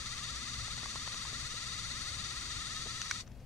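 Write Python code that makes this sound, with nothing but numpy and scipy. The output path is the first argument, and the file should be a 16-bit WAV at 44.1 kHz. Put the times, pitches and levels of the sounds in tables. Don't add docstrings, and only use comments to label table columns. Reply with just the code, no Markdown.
import sys
import numpy as np
from scipy import signal
from scipy.io import wavfile
from scipy.ndimage import uniform_filter1d

SR = 44100
rng = np.random.default_rng(int(sys.argv[2]) if len(sys.argv) > 2 else 0)


def makeup_ratio(level_db):
    decades = np.asarray(level_db, float) / 20
    return 10 ** decades


def unload_wav(signal):
    wavfile.write(
        sys.argv[1],
        SR,
        np.round(np.clip(np.atleast_2d(signal).T, -1, 1) * 32767).astype(np.int16),
    )


N = 152145


def evened(x):
    return x / np.sqrt(np.mean(x ** 2) + 1e-20)


def read(points, hz):
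    point_hz, value = np.transpose(points)
    return np.interp(np.log(hz + 1), np.log(point_hz + 1), value)


def filtered(x, order, hz, kind="low"):
    return signal.sosfilt(signal.butter(order, hz, kind, fs=SR, output="sos"), x)


def slow(hz):
    return evened(filtered(rng.standard_normal(N), 2, hz))


def ring(x, hz, t60_s):
    t = np.arange(1500) / SR
    mode = makeup_ratio(-60 * t / t60_s) * np.sin(2 * np.pi * hz * t)
    return signal.oaconvolve(x, mode)[:len(x)]


def add(mix, start_s, sound):
    part = mix[:, round(start_s * SR):][:, :sound.shape[1]]
    part += sound[:, :part.shape[1]]


def rumble():
    # freq [Hz], density [dB per Hz]
    air = [(20, -3.5), (60, -0.5), (200, -8.5), (350, -18), (650, -20.5), (1000, -28.5), (5000, -36.5),
           (16000, -48)]
    # center_hz [Hz], width_hz [Hz], level_db [dB]
    hums = [(60.5, 6, -57), (115, 16.2, -55.5), (168, 3, -75.5), (250, 5.3, -65.5)]
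    # freq [Hz], correlation [-]
    likeness = [(30, 0.6), (80, 1.03), (300, 0.8), (900, 1.05), (4000, .5), (15000, 0.5)]
    # freq [Hz], left_over_right_db [dB]
    balance = [(60, 5.3), (300, 4), (900, 4.5), (4000, 2.4), (15000, 2.1)]
    wash_db, patch_db = -51, 1.47

    frames, hz = N // 1024 + 5, np.fft.rfftfreq(4096, 1 / SR)
    a, b, c, d, patches = rng.standard_normal((frames, 2049, 5)).T
    patches = uniform_filter1d(patches, size=12, axis=0)
    patches = evened(uniform_filter1d(patches, size=4, axis=1))

    wash = makeup_ratio(2 * read(air, hz))
    power = makeup_ratio(2 * wash_db) * wash / wash.sum()
    for center_hz, width_hz, level_db in hums:
        hum = np.exp(-((hz - center_hz) / width_hz) ** 2)
        power = power + makeup_ratio(2 * level_db) * hum / hum.sum()

    same = np.clip(read(likeness, hz), -1, 1)[:, None]
    left = a + 1j * b
    right = same * left + np.sqrt(1 - same ** 2) * (c + 1j * d)
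    gain = np.sqrt(power) * makeup_ratio(np.outer([.5, -.5], read(balance, hz)))
    spectra = np.array([left, right]) * gain[:, :, None] * makeup_ratio(patch_db * patches)
    out = signal.istft(spectra, nperseg=4096, noverlap=3072)[1][:, 2048:N + 2048]
    return evened(out) * np.sqrt(power.sum())


def finger_ticks(mix, t, lean):
    # start_s [s], peak_db [dB], ring_hz [Hz]
    ticks = [(0.41, -61, 1010), (.681, -41, 900), (0.779, -38, 1110), (0.833, -31.5, 1180),
             (0.858, -31, 1170), (0.94, -42, 1130), (0.957, -30, 1110), (.998, -46, 1010),
             (1.075, -33, 1110), (1.143, -36.5, 1200), (1.252, -31, 1080), (1.33, -37, 1150),
             (1.541, -38, 524)]
    decay_s, ring_t60_s, ring_db = 0.00098, .022, -1.5
    for start_s, peak_db, ring_hz in ticks:
        burst = rng.standard_normal(len(t)) * np.exp(-t / decay_s)
        thud = filtered(burst, 1, [150, 2300], "band")
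        tick = evened(thud) + makeup_ratio(ring_db) * evened(ring(burst, ring_hz, ring_t60_s))
        add(mix, start_s, makeup_ratio(peak_db) * lean * tick / abs(tick).max())


def soft_bump(mix, t, lean):
    start_s, peak_db, length_s, top_hz = 2.85, -41, .033, 700
    bump = filtered(rng.standard_normal(len(t)), 2, [150, top_hz], "band")
    bump = bump * np.sin(np.pi * np.minimum(t / length_s, 1)) ** 2
    add(mix, start_s, makeup_ratio(peak_db) * lean * bump / abs(bump).max())


def lever_clicks(mix, t):
    # start_s [s], peak_db [dB], length_s [s], left_over_right_db [dB], spring_db [dB]
    clicks = [
        (1.1445, -27, .001, 4, -20),
        (3.0155, -21.5, .003, 6, -12),
        (3.1093, -15, .006, 1.5, -2.5),
        (3.262, -54, .012, 5, -20),
        (3.272, -48, .011, 8, -20),
        (3.313, -54, .011, 4, -20),
        (3.39, -57, .025, 3, -20),
    ]
    # mode_hz [Hz], mode_db [dB], t60_s [s]
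    lever = [(1500, -4, .009), (1950, 0, .006), (2800, -1.5, .006), (3300, -3, .005), (3900, 0, .005),
             (4600, -2, .004), (5200, 1.5, .005), (5900, 5, .006), (11800, -4, .005)]
    spring_hz, spring_t60_s = 2250, .022
    for start_s, peak_db, length_s, pan_db, spring_db in clicks:
        scrape = rng.standard_normal((2, len(t))) * np.sin(np.pi * np.minimum(t / length_s, 1)) ** 2
        scrape[1] = .8 * scrape[0] + .6 * scrape[1]
        click = []
        for x in scrape:
            spring = makeup_ratio(spring_db - 0.5) * ring(x, spring_hz, spring_t60_s)
            click.append(spring + sum(makeup_ratio(mode_db) * ring(x, hz, t60_s) for hz, mode_db, t60_s in lever))
        click = filtered(np.array(click), 4, 1200, "high")
        pan = makeup_ratio([[pan_db / 2], [-pan_db / 2]])
        add(mix, start_s, makeup_ratio(peak_db) * pan * click / abs(click).max())


def handling():
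    mix, t = np.zeros((2, N)), np.arange(1500) / SR
    lean = makeup_ratio([[1.5], [-1.5]])
    finger_ticks(mix, t, lean)
    soft_bump(mix, t, lean)
    lever_clicks(mix, t)
    return filtered(mix, 3, 8000)


def cases():
    # mode_hz [Hz], width_hz [Hz], level_db [dB]
    left_modes = [(1080, 95, -11.5), (1267, 224, -14), (1630, 50, -15), (1984, 330, -8), (2495, 244, -10.5),
                  (2795, 200, -11.5), (3205, 140, -10), (3720, 256, -4.5), (4150, 270, -10),
                  (4545, 390, -2), (6330, 1070, -9.5), (7700, 410, -11.5), (8570, 830, -16),
                  (10280, 1650, -25)]
    # mode_hz [Hz], width_hz [Hz], level_db [dB]
    right_modes = [(1080, 230, -15.5), (1310, 124, -17), (1440, 240, -22.5), (1570, 140, -31),
                   (2006, 215, -11), (2870, 1500, -19.5), (3520, 260, -12.5), (4320, 700, -13.5),
                   (5730, 460, -7.5), (6320, 780, -16.5), (7130, 900, -14.5), (8900, 1730, -24.5),
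                   (10500, 630, -31), (12000, 370, -51)]
    # freq [Hz], phase [rad]
    lead = [(1380, 0.6), (1980, 1.14), (2330, 1.8), (3620, 1.2), (4130, 2.25), (4820, 4.85), (7060, 7.48),
            (10000, 14.53)]
    leak_db = -70
    hz = np.fft.fftfreq(4096, 1 / SR)

    def log_gain(modes):
        power = makeup_ratio(2 * leak_db)
        for mode_hz, width_hz, level_db in modes:
            power = power + makeup_ratio(2 * level_db) / (1 + ((abs(hz) - mode_hz) / width_hz) ** 2 * 2) ** 2
        return .5 * np.log(power)

    left, right = log_gain(left_modes), log_gain(right_modes)
    phase = -signal.hilbert(left).imag
    right_phase = phase - np.sign(hz) * read(lead, abs(hz))
    both = np.exp([left + 1j * phase, right + 1j * right_phase])
    return np.roll(np.fft.ifft(both).real, 200, axis=1)[:, :2048]


def motor_tone(angle):
    odd_db = [-12, -10, 3, -2, -8, -4, -1.5, -1, -7.5, -8, -8, -8, -8, -8, -8, -7, -6, -7, -9]
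    even_db, shimmer_db = -16, 1.7
    tone = np.zeros(N)
    for k, level_db in enumerate(odd_db):
        odd = np.cos((2 * k + 1) * angle + 7 * rng.random())
        even = np.cos((2 * k + 2) * angle + 7 * rng.random())
        tone += makeup_ratio(level_db + shimmer_db * slow(60)) * (odd + makeup_ratio(even_db) * even)
    return tone


def brush_hiss(angle):
    depth, shared = 0.21, 0.63
    noise = rng.standard_normal((3, N))
    hiss = shared * noise[0] + np.sqrt(1 - shared ** 2) * noise[1:]
    return hiss * (1 + depth * np.cos(angle))


def motor():
    # time_s [s], turns_done [turns]
    gear = [(0.017, 0), (0.306, 5), (0.375, 6), (0.846, 14), (1.036, 17), (1.228, 21), (1.297, 22),
            (1.529, 26), (1.74, 30), (1.977, 34), (2.024, 35), (2.149, 37), (2.38, 41), (2.468, 43),
            (2.829, 50), (2.91, 51), (2.974, 52), (3.21, 57)]
    # time_s [s], slowest_hz [Hz], fastest_hz [Hz], level_db [dB]
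    swing = [
        (0, 230, 294, -.8),
        (1.2, 230, 294, -.4),
        (1.6, 240, 292, 0),
        (2.55, 238, 292, .2),
        (2.8, 246, 280, -.2),
        (3.2, 247, 280, -.4),
    ]
    slow_at_turn, loud_at_turn = .33, .85
    climb_turn, bend, swing_spread = .8, 1.5, .18
    wander_hz, jitter_hz = 2.5, 1.5
    tone_db, tone_throb_db, turn_db = -13.5, 3.2, .8
    hiss_db, hiss_throb_db, hiss_drift_db = -2, 0.5, 0.4
    motor_db, stop_s, coast_s, stop_db_per_s = -44, 3.212, 0.025, 798

    t = np.arange(N) / SR
    s, done = np.transpose(gear)
    turns = np.interp(t, np.r_[s[0] - 1, s, s[-1] + 1], np.r_[done[0] - 18, done, done[-1] + 18])
    phase_turn = (turns - slow_at_turn) % 1
    luck = rng.standard_normal((80, 2))[(turns - slow_at_turn + 2).astype(int)]

    climb = (phase_turn / climb_turn) ** bend
    snap = .5 + .5 * np.cos(np.pi * (phase_turn - climb_turn) / (1 - climb_turn))
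    rise = np.where(phase_turn < climb_turn, climb, snap)
    swing_s, low_hz, high_hz, level_db = np.transpose(swing)
    low_hz, high_hz = np.interp(t, swing_s, low_hz), np.interp(t, swing_s, high_hz)
    hz = low_hz + (high_hz - low_hz) * rise * (1 + swing_spread * luck[:, 0])
    hz = hz + wander_hz * slow(26.8) + jitter_hz * slow(380)
    angle = 2 * np.pi * np.cumsum(hz) / SR

    throb = np.cos(2 * np.pi * (turns - loud_at_turn))
    tone_level_db = tone_db + tone_throb_db * throb + turn_db * uniform_filter1d(luck[:, 1], size=400)
    tone_level_db = tone_level_db - stop_db_per_s * np.maximum(t - stop_s + coast_s, 0)
    hiss_level_db = hiss_db + hiss_throb_db * throb + hiss_drift_db * slow(40)
    drive = motor_tone(angle) * makeup_ratio(tone_level_db) + brush_hiss(angle) * makeup_ratio(hiss_level_db)
    drive = drive * makeup_ratio(np.interp(t, swing_s, level_db) - stop_db_per_s * np.maximum(t - stop_s, 0))
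    out = np.array([signal.oaconvolve(d, h)[200:N + 200] for d, h in zip(drive, cases())])
    return makeup_ratio(motor_db + 2.5) * evened(out)


def scene():
    return rumble() + handling() + motor()


def top_cut(x):
    return signal.sosfilt(signal.butter(12, 16120, fs=SR, output="sos"), x)


def record(dry):
    lowpass = signal.firwin(1023, 15740, window=("kaiser", 9), fs=SR)
    limited = signal.oaconvolve(dry, lowpass[None], "same")
    return top_cut(limited)


dry = scene()
out = record(dry)
unload_wav(out)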